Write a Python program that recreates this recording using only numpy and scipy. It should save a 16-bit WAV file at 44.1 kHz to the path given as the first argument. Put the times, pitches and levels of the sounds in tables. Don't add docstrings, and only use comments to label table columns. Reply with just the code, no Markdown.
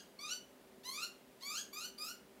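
import sys
import numpy as np
from scipy import signal
from scipy.fft import rfft, irfft
from scipy.io import wavfile

SR = 44100
rng = np.random.default_rng(int(sys.argv[2]) if len(sys.argv) > 2 else 0)


def generate_wav(sig):
    pcm = np.round(np.clip(np.atleast_2d(sig).T, -1, 1) * 32767).astype(np.int16)
    wavfile.write(sys.argv[1], SR, pcm)


N = 105840
LEAD = SR // 4
TIME = np.arange(-LEAD, N + LEAD) / SR
CUTOFF_HZ = 15750

# time in seconds, pitch in Hz, relative level in dB,
# roughness from 0 to 1, treble lift in dB.
FADING = [(-.12, 1350, -42.5, .5, 0), (-.06, 1614, -42, 0.42, -6), (-.025, 1650, -56.5, 0.2, 2)]
FIRST = [(.193, 1107, -47.5, 0.15, -8), (.207, 1148, -52, 0.089, 2), (.242, 1214, -44.5, 0.086, -6),
         (.272, 1253, -52, 0.26, -4), (.285, 1308, -45.5, 0.41, -4), (.303, 1386, -45.5, 0.53, -5),
         (.314, 1443, -38.5, 0.085, -1.5), (.335, 1509, -40, 0.19, -2.5), (.347, 1500, -46.5, 0.24, -2)]
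SECOND = [(.836, 863, -59.5, 0.43, 7), (.856, 991, -48, 0.12, 7), (.897, 1055, -42.5, 0.062, 6),
          (.91, 1061, -48.5, 0.085, 12), (.972, 1199, -44.5, 0.13, -5), (1.012, 1309, -47, 0.44, -8),
          (1.042, 1429, -38, 0.19, 0), (1.056, 1446, -53.5, 0.62, 4)]
THIRD = [(1.405, 896, -67.5, 0.64, -7), (1.428, 1059, -46, 0.36, 5), (1.448, 1104, -49, 0.08, 8),
         (1.468, 1130, -42.5, 0.086, 1), (1.505, 1202, -43.5, 0.072, 0), (1.534, 1279, -48, 0.25, 2),
         (1.564, 1429, -41.5, 0.34, -4.5), (1.594, 1662, -41, 0.23, 0.5), (1.614, 1681, -51, 0.38, 0)]
FOURTH = [(1.733, 1144, -46.5, 0.15, 7.6), (1.744, 1166, -47.5, 0.2, 12), (1.758, 1207, -48.5, .12, 4),
          (1.785, 1239, -44, 0.2, 2), (1.816, 1354, -49, 0.39, 2.5), (1.848, 1463, -43, 0.2, 1),
          (1.864, 1517, -48.5, 0.11, 2.8)]
FIFTH = [(1.984, 1156, -50.5, 0.59, 3), (1.997, 1212, -47, 0.13, 11), (2.015, 1217, -42.5, 0.073, 5.4),
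         (2.05, 1276, -46, 0.26, 8.9), (2.07, 1316, -48.5, 0.39, 8.4), (2.09, 1410, -44.5, 0.27, 5.8),
         (2.122, 1475, -54.5, .4, 3)]


def begging_bird():
    # curve, factor on the throat's resonance frequencies, extra dB on the fundamental,
    # then extra dB on harmonics 4, 6 and 8 early in the squawk.
    squawks = [(FADING, 1.0, 0, 0, 0, 0), (FIRST, 0.96, -1.7, -0.54, -4.5, -0.92),
               (SECOND, 0.97, 0, 3.4, 5.6, 1), (THIRD, 1.03, 0, 0.72, 0, -1.1),
               (FOURTH, 1.015, 0.42, 2.6, -0.5, -2), (FIFTH, 1.082, 2.3, 6.4, 1.3, 9.6)]
    return sum(squawk(*row) for row in squawks)


def squawk(curve, tuning, fundamental_db, fourth_db, sixth_db, eighth_db):
    # harmonic number, level in dB early in the squawk, level in dB at its top.
    harmonics = [(1, 2.5, -1), (2, 3, 2), (3, 0.5, -0.5), (4, 4.5, 2), (5, -1, 0), (6, 0, -0.5),
                 (7, -3.5, -4), (8, 0, 2), (9, -0.5, 0.5), (10, 0.5, 0.5)]
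    # frequency in Hz before tuning, gain in dB.
    throat = [(600, 4), (1000, -7.5), (1250, -4.5), (1600, -9), (2100, -7.5), (2500, -6.5), (2850, -3.5),
              (3350, -7.5), (3750, -5.5), (4250, 0.5), (4850, -3), (5400, -10), (6100, -3.5), (7200, -7),
              (8400, -13), (9400, -17.5), (10500, -15), (12000, -16.5), (15500, -27.5)]
    # frequency in Hz, relative level in dB.
    air_spectrum = [(1500, -13), (4000, 7), (8000, -1.5), (12000, 11)]
    # frequency in Hz, spread in dB.
    flicker = [(1000, 1.2), (3000, 2), (8000, 3.5)]
    attack_s, release_s = .006, 0.017
    jitter, wobble = 0.044, 0.0048
    shimmer_db, rasp_db, rasp_floor = 5.5, -7, 0.16

    times, *columns = np.transpose(curve)
    start, end = times[0], times[-1]
    span = (TIME > start - attack_s) & (TIME < end + release_s)
    t = TIME[span]
    n = len(t)
    pitch, level_db, rough, treble_db = [np.interp(t, times, column) for column in columns]

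    def throat_db(hz, lift_db):
        return at_hz(throat, hz / tuning) + lift_db * at_hz([(9300, 0), (10500, 1)], hz)

    shake = jitter * rough * drift(n, rate_hz=440) + wobble * drift(n, rate_hz=70)
    phase = 2 * np.pi * np.cumsum(pitch * (1 + shake)) / SR
    orders = np.arange(1, 17)[:, None]
    harmonic_hz = orders * pitch

    turn = np.interp((t - start) / (end - start), [0.4, 0.45], [0, 1])
    listed, early_db, top_db = np.transpose(harmonics)
    even_db = fourth_db * (orders == 4) + sixth_db * (orders == 6) + eighth_db * (orders == 8)
    source_db = (1 - turn) * (np.interp(orders, listed, early_db) + even_db)
    source_db += turn * np.interp(orders, listed, top_db) + fundamental_db * (orders == 1)
    flicker_db = at_hz(flicker, harmonic_hz) * np.array([drift(n, rate_hz=31.7) for _ in orders])
    gains = from_db(source_db + throat_db(harmonic_hz, treble_db) + flicker_db)
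    gains *= harmonic_hz < CUTOFF_HZ + pitch
    tone = np.sum(gains * np.sin(orders * phase), axis=0) / np.sqrt(np.sum(gains ** 2, axis=0) / 2)

    puffs = rng.standard_normal(n) * (1 + np.cos(phase))
    air = coloured(puffs, lambda hz: throat_db(hz, treble_db.mean()) + at_hz(air_spectrum, hz))
    rasp = from_db(rasp_db) * (rasp_floor + rough) * air
    shimmer = from_db(shimmer_db * rough * drift(n, rate_hz=193))
    gate = np.interp(t, [start - attack_s, start, end, end + release_s], [0, 1, 1, 0])
    out = np.zeros(len(TIME))
    out[span] = (tone + rasp) * shimmer * gate * from_db(level_db)
    return out


def walls(direct, echoes=14):
    # frequency in Hz, seconds the ring takes to fall 60 dB.
    ring_t60 = [(1000, 0.4), (3000, 0.35), (4500, 0.26), (7000, 0.32), (14000, 0.27)]
    echo_db, echo_spread_s = -5, .045
    ring_db, ring_rise_s = -5.5, 0.005
    t = np.arange(SR // 2) / SR
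    signs = rng.choice([-1, 1], echoes)
    delays_s = rng.uniform(.001, echo_spread_s, echoes)
    early = np.zeros(len(t))
    early[(delays_s * SR).astype(int)] = signs / np.sqrt(echoes)

    edges_hz = np.geomspace(600, 17000, 9)
    ring = np.zeros(len(t))
    for low, high in zip(edges_hz, edges_hz[1:]):
        bandpass = signal.butter(2, [low, high], "band", fs=SR, output="sos")
        band = signal.sosfilt(bandpass, rng.standard_normal(len(t)))
        ring += band * from_db(-60 * t / at_hz(ring_t60, np.sqrt(low * high)))
    ring = unit_power(ring * np.minimum(t / ring_rise_s, 1)) / np.sqrt(len(t))
    response = from_db(echo_db) * early + from_db(ring_db) * ring
    return direct + signal.fftconvolve(direct, response)[:len(direct)]


def background(rush_db=-62.5, hum_drift_hz=2.53, hum_waver_db=2):
    # frequency in Hz, relative spectral density in dB.
    rush = [(20, -40), (32, -15), (40, -18), (58, -3.5), (72, -5), (95, -20), (135, -3.5), (170, -3),
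            (205, 7), (260, 0.5), (330, 0), (460, -0.5), (600, -0.5), (800, -6), (1300, -10.5), (2500, -13),
            (6000, -20), (11000, -20.5), (15500, -21.5)]
    # frequency in Hz, level in dB.
    hum = [(258.4, -73), (387.6, -70), (565, -79.5)]
    n = len(TIME)
    out = from_db(rush_db) * coloured(rng.standard_normal(n), lambda hz: at_hz(rush, hz))
    for hz, db in hum:
        phase = 2 * np.pi * np.cumsum(hz + hum_drift_hz * drift(n, rate_hz=7)) / SR
        out += np.sqrt(2) * from_db(db + hum_waver_db * drift(n, rate_hz=7)) * np.sin(phase)
    return out


def from_db(db):
    return 10 ** (np.asarray(db) / 20)


def unit_power(x):
    return x / np.sqrt(np.mean(x ** 2) + 1e-20)


def at_hz(points, hz):
    frequencies, values = np.transpose(points)
    return np.interp(np.log(np.maximum(hz, 1)), np.log(frequencies), values)


def drift(size, rate_hz):
    pole = np.exp(-2 * np.pi * rate_hz / SR)
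    wander = signal.lfilter([1], [1, -2 * pole, pole * pole], rng.standard_normal(size + LEAD))
    return unit_power(wander[LEAD // 2:])[-size:]


def coloured(noise, db_at):
    hz = np.arange(len(noise) // 2 + 1) * SR / len(noise)
    return unit_power(irfft(rfft(noise) * from_db(db_at(hz)), len(noise)))


def scene():
    mix = from_db(-2.0) * walls(begging_bird()) + background()
    return mix[None, LEAD:LEAD + N]


def record(dry):
    return signal.sosfilt(signal.ellip(12, .1, 80, CUTOFF_HZ, fs=SR, output="sos"), dry)


dry = scene()
out = record(dry)
generate_wav(out)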